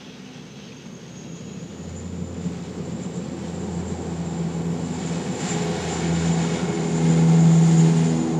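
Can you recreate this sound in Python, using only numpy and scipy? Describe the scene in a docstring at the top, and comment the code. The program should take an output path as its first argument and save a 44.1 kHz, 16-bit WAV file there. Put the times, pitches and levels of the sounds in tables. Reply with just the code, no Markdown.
"""First you hear a distant roar, small waves rustling, chirps at the bank and a wavering hum.
Then a twin-engined flying boat runs up to take-off power and skims across the lake. Its two
propellers drone and beat slowly, its turbines whine through the turning blades, and exhaust and
spray roar. Air over the water makes the tones and the treble swell and fade, and the ground
adds an echo. As the aircraft comes close, thin high ticks come and go."""
import sys
import numpy as np
from scipy import signal
from scipy.fft import rfft, irfft, next_fast_len
from scipy.io import wavfile
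from scipy.ndimage import map_coordinates

SR = 44100
rng = np.random.default_rng(int(sys.argv[2]) if len(sys.argv) > 2 else 0)


def unload_wav(signal):
    """Save mono or channel-first audio to the path in sys.argv[1] as 16-bit WAV at rate SR, clipped to [-1, 1]."""
    wavfile.write(
        sys.argv[1],
        SR,
        np.round(np.clip(np.atleast_2d(signal).T, -1, 1) * 32767).astype(np.int16),
    )


N = 369999

# Faint airy hiss under everything: t/s, level/dB
AIR_LEVEL = [(0, -71), (4.5, -73), (8.39, -75)]
# Runs of high ticks: t/s, number of ticks, gap/s, level/dB
TICK_RUNS = [(4.565, 8, .0239, -67), (4.993, 1, .012, -61), (5.565, 1, .012, -60), (5.635, 3, .012, -57),
             (5.707, 1, .012, -59), (5.815, 2, .012, -64), (5.947, 2, .012, -61)]
# Soft sizzle around the ticks: t/s, level/dB
SIZZLE_LEVEL = [(0, -98), (4.2, -87), (4.5, -79), (4.68, -71), (4.85, -74), (5.1, -80), (5.35, -68),
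                (5.7, -68), (5.95, -70), (6.15, -74), (6.5, -70), (6.8, -76.5), (8.39, -82.5)]
# Chirps at the bank: t/s, length/s, start f/Hz, end f/Hz, level/dB
BANK_CHIRPS = [(0.032, .05, 3300, 3000, -51), (0.104, .07, 2600, 2480, -52), (.15, .04, 3750, 3850, -53),
               (0.243, .07, 2600, 2610, -54), (.25, .04, 2950, 2850, -53), (.325, .035, 2650, 2500, -53),
               (0.335, .05, 3300, 3300, -51), (0.577, .02, 3300, 3300, -57), (.66, 0.052, 2880, 2880, -53),
               (0.668, 0.033, 4300, 4400, -54), (0.71, .03, 2470, 2630, -47), (0.753, .05, 4600, 4520, -55),
               (.78, 0.052, 2830, 2880, -56)]
# The opening hum, before its fade-out: t/s, f/Hz, level/dB
HUM_TONE = [(0.0, 253.5, -48), (0.306, 254.6, -44), (0.59, 247, -54), (0.61, 255, -66), (0.738, 255.6, -41),
            (0.86, 267, -53), (1.0, 247, -49)]
# Small waves, before their fade-out: t/s, level/dB
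WAVE_LEVEL = [(0, -43), (.15, -44), (.22, -50), (.27, -49), (.36, -46), (.42, -48), (.58, -46), (.63, -44),
              (.7, -45), (.77, -47), (.82, -45), (.92, -53), (1.3, -46.5), (1.9, -45), (2.2, -61)]
# Tone colour of the waves: f/Hz, level/dB
WAVE_SPECTRUM = [(1200, -8), (2000, -18), (2600, 3.5), (3300, 4), (3900, -3), (4500, -7.5), (6000, -13)]
# Edges of the wave bands that swell separately: f/Hz
WAVE_BAND_EDGES = [1200, 2000, 2400, 2800, 3200, 3700, 4400, 6000]
# Echo off the soft ground: t/s, delay/ms, strength (0-1)
ECHO_PATH = [(0, 2.85, .2), (4, 2.82, .2), (5.5, 2.85, .36), (6.6, 2.86, .36), (7.2, 2.94, .25),
             (8.39, 2.96, .2)]
# Edges of the band that the grass sends back: f/Hz
ECHO_BAND = [1950, 4200]

# The run past the bank: t/s, roar level/dB, closeness (0-1), flutter level/dB
TAKE_OFF_RUN = [(0, -42.5, 0.17, -68), (.7, -40.5, 0, -57), (1.3, -38, 0, -40), (2, -35.5, 0.05, -41),
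                (2.6, -34, 0.14, -41.5), (3.3, -32, 0.22, -41), (4, -32, 0.61, -38.5),
                (4.6, -30.5, 0.45, -39), (5.1, -29.5, 0.48, -34), (5.6, -29.5, 0.97, -31),
                (6.1, -28.5, 0.98, -41), (6.7, -29, 1, -30), (7.2, -28, 0.95, -37),
                (7.8, -29.5, 0.99, -30.5), (8.39, -28.5, 0.76, -47)]
# Tone colour of the roar from afar: f/Hz, level/dB
FAR_ROAR_SPECTRUM = [(20, -33.5), (60, -38), (90, -16), (125, -2.5), (190, 2.5), (260, -5.5), (298, -10.5),
                     (446, -8), (540, -12), (634, -20.5), (975, -25), (1350, -27), (1950, -61)]
# Tone colour of the roar from close by: f/Hz, level/dB
NEAR_ROAR_SPECTRUM = [(20, -42), (60, -25.5), (113, -6.5), (190, 3.5), (275, -5), (350, -1), (412, -0.5),
                      (470, -4.5), (520, -8.5), (610, -15), (745, -6), (880, -9.5), (985, -16),
                      (1090, -15.5), (1250, -24), (1950, -27.5)]
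# Raspy exhaust bands, against the hiss: t/s, main f/Hz, main level/dB, lower band level/dB
RASP_BANDS = [(0, 2305, -30, -28), (3.8, 2310, -27, -28), (4.5, 2280, -14, -17), (5.5, 2240, -23, -22),
              (5.9, 2225, -16, -14), (6.3, 2234, -14, -13), (6.65, 2195, -9, -8), (6.9, 2163, -9.5, -17),
              (7.2, 2135, -11, -13), (7.5, 2120, -10.5, -8.5), (7.9, 2081, -15.5, -15),
              (8.39, 2060, -17, -16)]
# Tone colour of the jet hiss: f/Hz, level/dB
HISS_SPECTRUM = [(700, 4.5), (1250, -3.5), (1390, -1), (1600, 0.5), (1950, 0.5), (2190, -0.5), (2400, -0.5),
                 (2550, -1.5), (2700, -3), (2900, -1.5), (5500, -5.5), (6800, -7), (8000, -13.5),
                 (9500, -18), (10500, -35), (13000, -53)]
# Change in the highest hiss, which the air soaks up from afar: t/s, level/dB
HISS_TOP_CHANGE = [(0, -15), (1.5, -5), (2.5, -3), (3.5, 0), (4.5, 1), (5.3, 2), (5.6, -1), (6.5, 1),
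                   (7, 5), (7.3, 6), (7.6, 6), (7.8, 8), (8.1, 6), (8.39, 5)]
# Treble carried by the unsteady air: t/s, hiss level/dB, whine level/dB
TREBLE_LEVELS = [(0, -49.5, -59.5), (.8, -51, -57), (1.3, -53, -53), (1.9, -50, -52), (2.27, -51.5, -53),
                 (2.45, -47.5, -52), (3.1, -48.5, -52.5), (3.35, -48, -53), (3.6, -46.5, -48.5),
                 (4.1, -47.5, -49), (4.7, -46.5, -49.5), (5.15, -39.5, -42.5), (5.3, -42.5, -45),
                 (5.4, -38, -39), (5.49, -34, -37.5), (5.58, -36, -41), (5.76, -36.5, -46.5),
                 (5.93, -34.5, -38), (6.1, -37.5, -44), (6.3, -37, -39), (6.57, -37, -44.5),
                 (6.68, -40.5, -44.5), (7.03, -39, -43), (7.12, -37.5, -46), (7.2, -39.5, -42.5),
                 (7.31, -39.5, -43), (7.42, -39, -43), (7.62, -39.5, -40.5), (7.8, -37.5, -40),
                 (7.92, -39, -43), (8.1, -39.5, -44), (8.39, -46, -45.5)]
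# Compressor tones: t/s, mean f/Hz, gap between the engines/Hz, phase swing from the blades/rad
WHINE_TONES = [(0, 6170, 90.3, 0.65), (.5, 6270, 130.2, 0.83), (1.1, 6500, 150.4, 1),
               (1.6, 6780, 239.3, 1.3), (2.05, 7100, 130, 1.1), (2.6, 7260, 90, .9),
               (3.2, 7320, 84.5, 0.92), (3.9, 7350, 85.1, 0.6), (4.8, 7280, 84, 0.76),
               (5.5, 7290, 84.7, 0.79), (6.5, 7170, 82.5, 1.5), (7.0, 7150, 82.3, 1.3),
               (7.4, 7110, 81.85, 2.4), (7.75, 7100, 82.35, 4.2), (8.05, 7070, 81.9, 2.1),
               (8.39, 7000, 80.7, 2.1)]
# Brief flare-ups of the whine: t/s, added level/dB
WHINE_FLARES = [(.96, 4), (1.19, 6.5), (1.37, 7), (1.98, 4.5), (2.44, 4), (2.87, 4), (3.04, 8), (3.16, 9),
                (3.411, 1), (3.78, 2), (3.9, 5.5), (4.95, 3.5), (5.07, 5), (5.49, 4), (5.93, 0), (6.23, 2),
                (6.43, 3), (6.96, 5), (7.12, 8), (7.3, 4.5), (7.41, 6), (7.54, 7), (7.7, 3.5), (7.8, 3),
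                (7.97, 4), (8.079, 7), (8.2, 2)]

# Brief surges and dips of the drone: t/s, added level/dB
DRONE_THROBS = [(1.44, 4), (1.78, -5.5), (2.21, 9), (2.3, -11), (2.47, 2.5), (2.65, -6), (2.97, -1),
                (3.07, 5.5), (3.35, -6), (3.49, -2), (3.71, 3.5), (3.86, 1), (3.931, 8), (3.97, -8),
                (4.21, 2.5), (4.35, -6), (4.42, 0.5), (4.52, -9), (4.64, -9), (4.82, 2.5), (4.92, -1),
                (5.23, -8), (5.31, 2.5), (5.38, -9), (5.53, 0.5), (5.72, 1), (5.98, -2)]
# Edges of the band that throbs: f/Hz
THROB_BAND = [120, 220]
# How often a blade passes; tone 2 is twice this pitch, and so on: t/s, f/Hz
BLADE_PASSES = [(0.0, 74.2), (0.6, 75.2), (0.9, 76.8), (1.2, 80.4), (1.5, 81.44), (2.1, 87.4), (2.4, 86.8),
                (2.7, 85.14), (3.9, 85.2), (4.2, 84.15), (4.8, 83.54), (5.7, 83.8), (6.6, 83.07),
                (7.2, 82.0), (7.6, 81.95), (8.4, 80.96)]
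# The lowest blade tone: t/s, level/dB
FIRST_TONE_LEVEL = [(0, -64), (1.3, -59), (1.5, -52), (1.66, -55), (1.9, -38), (2.3, -37), (2.62, -46.5),
                    (2.9, -42.5), (3.1, -50.5), (3.85, -35), (4.4, -42.5), (5.1, -43), (5.35, -51.5),
                    (5.85, -37.5), (6, -39.5), (6.2, -33), (6.45, -46), (6.58, -41), (6.73, -53),
                    (6.95, -41), (7.65, -43), (7.87, -49), (8.1, -41), (8.39, -49)]
# Both propellers: t/s, lead of one over the other/blade passes, level/dB for each of tones 2 to 6
PAIRED_TONES = [(0, -1.46, -71, -55, -76, -72, -94), (1.5, -1.27, -40, -49, -57, -57, -63),
                (2.05, -1.29, -30.5, -52, -51, -57, -60), (2.3, -1.2, -24.5, -40, -42, -53, -49),
                (2.48, -1.15, -28.5, -35, -48, -46, -57), (2.62, -1.02, -36, -49.5, -53, -49, -60),
                (3, -0.94, -41, -42, -51, -50, -48), (3.75, -1.02, -32, -47, -40, -43.5, -50),
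                (4.05, -0.7, -31.5, -39.5, -41, -47, -46), (4.2, -0.58, -28.5, -48, -44, -56, -57),
                (4.6, -0.53, -24.5, -33.5, -50, -51, -53), (4.85, -0.3, -24.5, -35.5, -52, -53, -58),
                (4.97, -0.34, -28, -36, -58, -60, -50), (5.15, -0.288, -18, -40.5, -54, -61, -49),
                (5.4, -.26, -26, -33.5, -49, -48, -36.5), (5.55, -0.21, -14.5, -36, -38, -36.5, -50),
                (5.7, -0.16, -33, -41, -42, -27, -37), (5.95, -0.12, -33, -33, -30, -45, -48),
                (6.1, 0.0063, -23.5, -45, -35.5, -36, -41.5), (6.3, 0.063, -20, -32.5, -46, -50, -44),
                (6.47, 0.1, -20.5, -34, -38, -32, -35.5), (6.58, 0.025, -31.5, -34, -32.5, -38, -36),
                (6.8, 0.307, -20, -39, -29, -27.5, -46), (6.95, 0.4, -22, -29, -25.5, -33.5, -39),
                (7.1, 0.33, -12, -28.5, -28.5, -31.5, -35.5), (7.4, 0.41, -13, -32, -30.5, -41, -38),
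                (7.55, 0.41, -11.5, -36.5, -27, -37, -45), (7.7, .49, -15.5, -28, -28, -40, -42),
                (7.85, 0.52, -15, -27.5, -32.5, -31, -39), (8, 0.6, -16, -28, -33, -32.5, -46),
                (8.2, 0.72, -17, -23.5, -31, -34.5, -41.5), (8.39, .81, -13, -26.5, -30.5, -38, -43)]
# Tones 4 to 6: tone number, second propeller's strength against the first, steadiness
MIDDLE_TONES = [(4, 0.7, 6), (5, 0.24, 6), (6, 4, 6)]
# Higher tones: tone number, level/dB against the roar when closest
HIGH_TONES = [(7, -25), (8, -21), (9, -17), (10, -21), (11, -26), (13, -32)]


def from_db(db):
    """Turn decibels into a number to multiply by."""
    return 10 ** (np.asarray(db) / 20)


def rms_one(x):
    """Scale a signal so that its average strength (rms) is 1."""
    return x / np.sqrt(np.mean(np.abs(x) ** 2) + 1e-20)


def in_time(rows):
    """Join a table's rows with straight lines: one curve for each column after the time."""
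    times, *columns = np.transpose(rows)
    return [np.interp(np.arange(N) / SR, times, column) for column in columns]


def phase_of(hz):
    """The angle, in radians, that a tone with this changing pitch has turned through."""
    return 2 * np.pi * np.cumsum(hz) / SR


def bump(at_s, width_s):
    """A smooth bell shape of height 1; width_s is its half-width."""
    return np.exp(-((np.arange(N) / SR - at_s) / width_s) ** 2 / 2)


def butter(order, hz, kind="band"):
    """A filter that keeps a band of pitches, or with "high" everything above one pitch."""
    return signal.butter(order, hz, kind, fs=SR, output="sos")


def drift(rate_hz):
    """Smoothed noise that wanders up and down by about 1."""
    step, settle = 25, 4000   # samples per random value; values skipped while the filter settles
    pole = np.exp(-2 * np.pi * step * rate_hz / SR)
    white = rng.standard_normal(N // step + settle + 2)
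    slow = signal.lfilter([1], [1, -2 * pole, pole * pole], white)[settle:]
    return np.interp(np.arange(N) / step, np.arange(len(slow)), rms_one(slow))


def scattered(rate_hz, steady=0):
    """Swirling air shakes a tone's level and phase; the larger steady is, the less it shakes."""
    return rms_one(steady + drift(rate_hz) + 1j * drift(rate_hz))


def coloured(white, spectrum):
    """Give noise the tone colour in a table, at strength 1."""
    hz, db = np.transpose(spectrum)
    size = next_fast_len(N)
    log_hz = np.log(np.fft.rfftfreq(size, 1 / SR) + 1)
    gain = from_db(np.interp(log_hz, np.log(hz), db, left=-90, right=-90))
    return rms_one(irfft(rfft(np.resize(white, size)) * gain, size)[:N])


def ticks():
    """Tiny puffs of high noise, each a little stronger or weaker, on a grainy sizzle."""
    loudness = from_db(in_time(SIZZLE_LEVEL)[0] + 2 * drift(60))
    for start_s, count, gap_s, db in TICK_RUNS:
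        for k in range(round(count)):
            loudness += from_db(db + rng.normal(0, 1.5)) * bump(start_s + k * gap_s, width_s=.001)
    return loudness * rms_one(signal.sosfilt(butter(3, hz=[9800, 11600]), rng.standard_normal(N)))


def chirps():
    """Something at the bank gives short, hoarse, sliding whistles."""
    out, hoarse = np.zeros(N), scattered(120, steady=.3)
    for start_s, length_s, start_hz, end_hz, db in BANK_CHIRPS:
        size, at = round(length_s * SR), round(start_s * SR)
        slide = phase_of(np.linspace(start_hz, end_hz, size))
        whistle = np.real(hoarse[at:at + size] * np.exp(1j * slide))
        out[at:at + size] += from_db(db) * np.hanning(size) ** .5 * whistle
    return out


def fade_out(end_s, length_s):
    """A gain that stays at 1, then slides down to reach 0 at end_s."""
    return np.clip((end_s - np.arange(N) / SR) / length_s, 0, 1)


def hum():
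    """A low hum wavers and dies away."""
    hz, db = in_time(HUM_TONE)
    tone = scattered(7.2, steady=2.9) * np.exp(1j * phase_of(hz))
    return from_db(db) * np.sqrt(2) * np.real(tone) * fade_out(HUM_TONE[-1][0], length_s=.35)


def waves():
    """Small waves rustle in the reeds: grainy noise in bands that each swell on their own."""
    grains = rng.standard_normal(N) * from_db(.85 * drift(40) + .4 * drift(6.6))
    rustle = coloured(grains, WAVE_SPECTRUM)
    patches = sum(from_db(1.5 * drift(8.4)) * signal.sosfilt(butter(2, band), rustle)
                  for band in zip(WAVE_BAND_EDGES, WAVE_BAND_EDGES[1:]))
    return from_db(in_time(WAVE_LEVEL)[0]) * patches * fade_out(WAVE_LEVEL[-1][0], length_s=1)


def with_ground_echo(sound):
    """A slightly late copy bounces off the ground, lifting some pitches and weakening others."""
    delay_ms, strength = in_time(ECHO_PATH)
    turn_rad = 2.12   # the bounce shifts the phase
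    turned = np.real(signal.hilbert(sound, next_fast_len(N))[:N] * np.exp(1j * turn_rad))
    dulled = signal.sosfiltfilt(butter(2, ECHO_BAND), turned)
    delay_samples = (delay_ms + .012 * drift(3)) * SR / 1000   # the path wavers a little
    echo = map_coordinates(dulled, [np.arange(N) - delay_samples], order=3, mode="reflect")
    return sound + strength * echo


def roar(roar_db, near):
    """Exhaust and rushing air make a low noise that brightens as the aircraft comes close."""
    white = rng.standard_normal(N)
    noise = (1 - near) * coloured(white, FAR_ROAR_SPECTRUM) + near * coloured(white, NEAR_ROAR_SPECTRUM)
    return from_db(roar_db + .37 * drift(2.8)) * noise


def exhaust_rasp(blade_angle):
    """Three narrow bands of exhaust noise, chopped by the blades, slide down as the aircraft passes."""
    main_hz, main_db, lower_db = in_time(RASP_BANDS)
    bands = sum(from_db(db) * scattered(rate_hz=82) * np.exp(1j * pitch_ratio * phase_of(main_hz))
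                for db, pitch_ratio in [(main_db, 1), (lower_db, .64), (lower_db - 7.5, 1.66)])
    return np.sqrt(2) * np.real(bands) * (1 + .22 * np.cos(blade_angle))


def jet_hiss(blade_angle, hiss_db):
    """The exhaust jets hiss and rasp, pulsing a little with each passing blade."""
    hiss = coloured(rng.standard_normal(N), HISS_SPECTRUM)
    top = signal.sosfiltfilt(butter(3, hz=8200, kind="high"), hiss)
    hiss += (from_db(in_time(HISS_TOP_CHANGE)[0]) - 1) * top + exhaust_rasp(blade_angle)
    chop = 1 + .094 * np.cos(blade_angle + drift(.72))
    return from_db(hiss_db + .74 * drift(10.4)) * hiss * chop


def turbine_whine(blade_angle, near, whine_db):
    """Each engine's compressor sings one high, flickering tone, chopped by the passing blades."""
    flicker_db = drift(rate_hz=25)
    flare_db = sum(db * bump(at_s, width_s=.019) for at_s, db in WHINE_FLARES)
    mean_hz, gap_hz, swing_rad = in_time(WHINE_TONES)
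    spin, apart = phase_of(mean_hz), phase_of(gap_hz)
    tones = 0
    for side in (-.5, .5):   # one engine below the mean pitch, one above
        lag = rng.uniform(0, 2 * np.pi) + drift(.78)
        blade = np.sin(blade_angle + lag)
        chop = (1 + .5 * blade) * np.exp(1j * swing_rad * blade)   # adds tones a blade rate apart
        # The sound is rougher from afar.
        path = near * scattered(13, steady=.8) + (1 - near) * scattered(38, steady=.6)
        tones += path * chop * np.exp(1j * (spin + side * apart))
    # Swirling intake air smears the tone downwards.
    smear = scattered(730) * np.exp(1j * .973 * spin) * (1 + .097 * np.cos(blade_angle))
    smear_share = .27 + .17 * near
    whine = np.sqrt(1 - smear_share) * rms_one(tones) + np.sqrt(smear_share) * smear
    return from_db(whine_db + flicker_db + flare_db) * np.sqrt(2) * np.real(whine)


def with_throb(sound):
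    """The band around the strongest blade tone briefly surges and dips."""
    change_db = sum(db * bump(at_s, width_s=.016) for at_s, db in DRONE_THROBS)
    band = signal.sosfiltfilt(butter(2, THROB_BAND), sound)
    return sound + (from_db(change_db) - 1) * band


def beating(number, lead, partner):
    """Two propellers add up to 1 in step and partly cancel out of step; partner is the second's share."""
    return (1 + partner * np.exp(2j * np.pi * number * lead)) / (1 + partner)


def propellers(blade_angle, near, roar_db, flutter_db):
    """Passing blades push the air, making a drone of tones at whole multiples of the blade rate."""
    lead, second_db, third_db, *middle_dbs = in_time(PAIRED_TONES)
    gains = [from_db(in_time(FIRST_TONE_LEVEL)[0]),
             from_db(second_db) * beating(2, lead, partner=.72),
             from_db(third_db) * beating(3, lead, partner=.39)]
    for db, (number, partner, steady) in zip(middle_dbs, MIDDLE_TONES):
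        gains.append(from_db(db) * beating(number, lead, partner) * scattered(2, steady))
    drone = 0
    for number, gain in enumerate(gains, 1):
        shake = 1 + number * (.09 - .072 * near) * scattered(11.6)   # stronger from afar
        start_angle = 2 * np.pi * rng.random()
        drone += gain * shake * np.exp(1j * (number * blade_angle + start_angle))
    for number, db in HIGH_TONES:
        fading = scattered(1.45, steady=.72)
        drone += from_db(roar_db + db) * near * fading * np.exp(1j * number * blade_angle)
    # Waves and shores scatter the strongest tone into a rough flutter close to tone 2.
    flutter = from_db(flutter_db + drift(4.6)) * scattered(21.3) * np.exp(2.06j * blade_angle)
    return np.sqrt(2) * np.real(drone + flutter)


def scene():
    """Mix the aircraft and the sounds at the bank into one channel."""
    blade_angle = phase_of(in_time(BLADE_PASSES)[0])   # one full turn per passing blade
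    roar_db, near, flutter_db = in_time(TAKE_OFF_RUN)
    hiss_db, whine_db = in_time(TREBLE_LEVELS)
    drone = propellers(blade_angle, near, roar_db, flutter_db)
    bass = with_throb(drone + roar(roar_db, near)) + hum()
    treble = turbine_whine(blade_angle, near, whine_db) + jet_hiss(blade_angle, hiss_db) + waves()
    return (bass + with_ground_echo(treble) + chirps() + ticks())[None]


def record(dry):
    """Add a faint airy hiss and cut away the very highest treble."""
    cutoff_hz = 15950
    noisy = dry + from_db(in_time(AIR_LEVEL)[0]) * rng.standard_normal(dry.shape)
    return signal.sosfilt(signal.cheby2(22, 70, cutoff_hz, fs=SR, output="sos"), noisy)


dry = scene()
out = record(dry)
unload_wav(out)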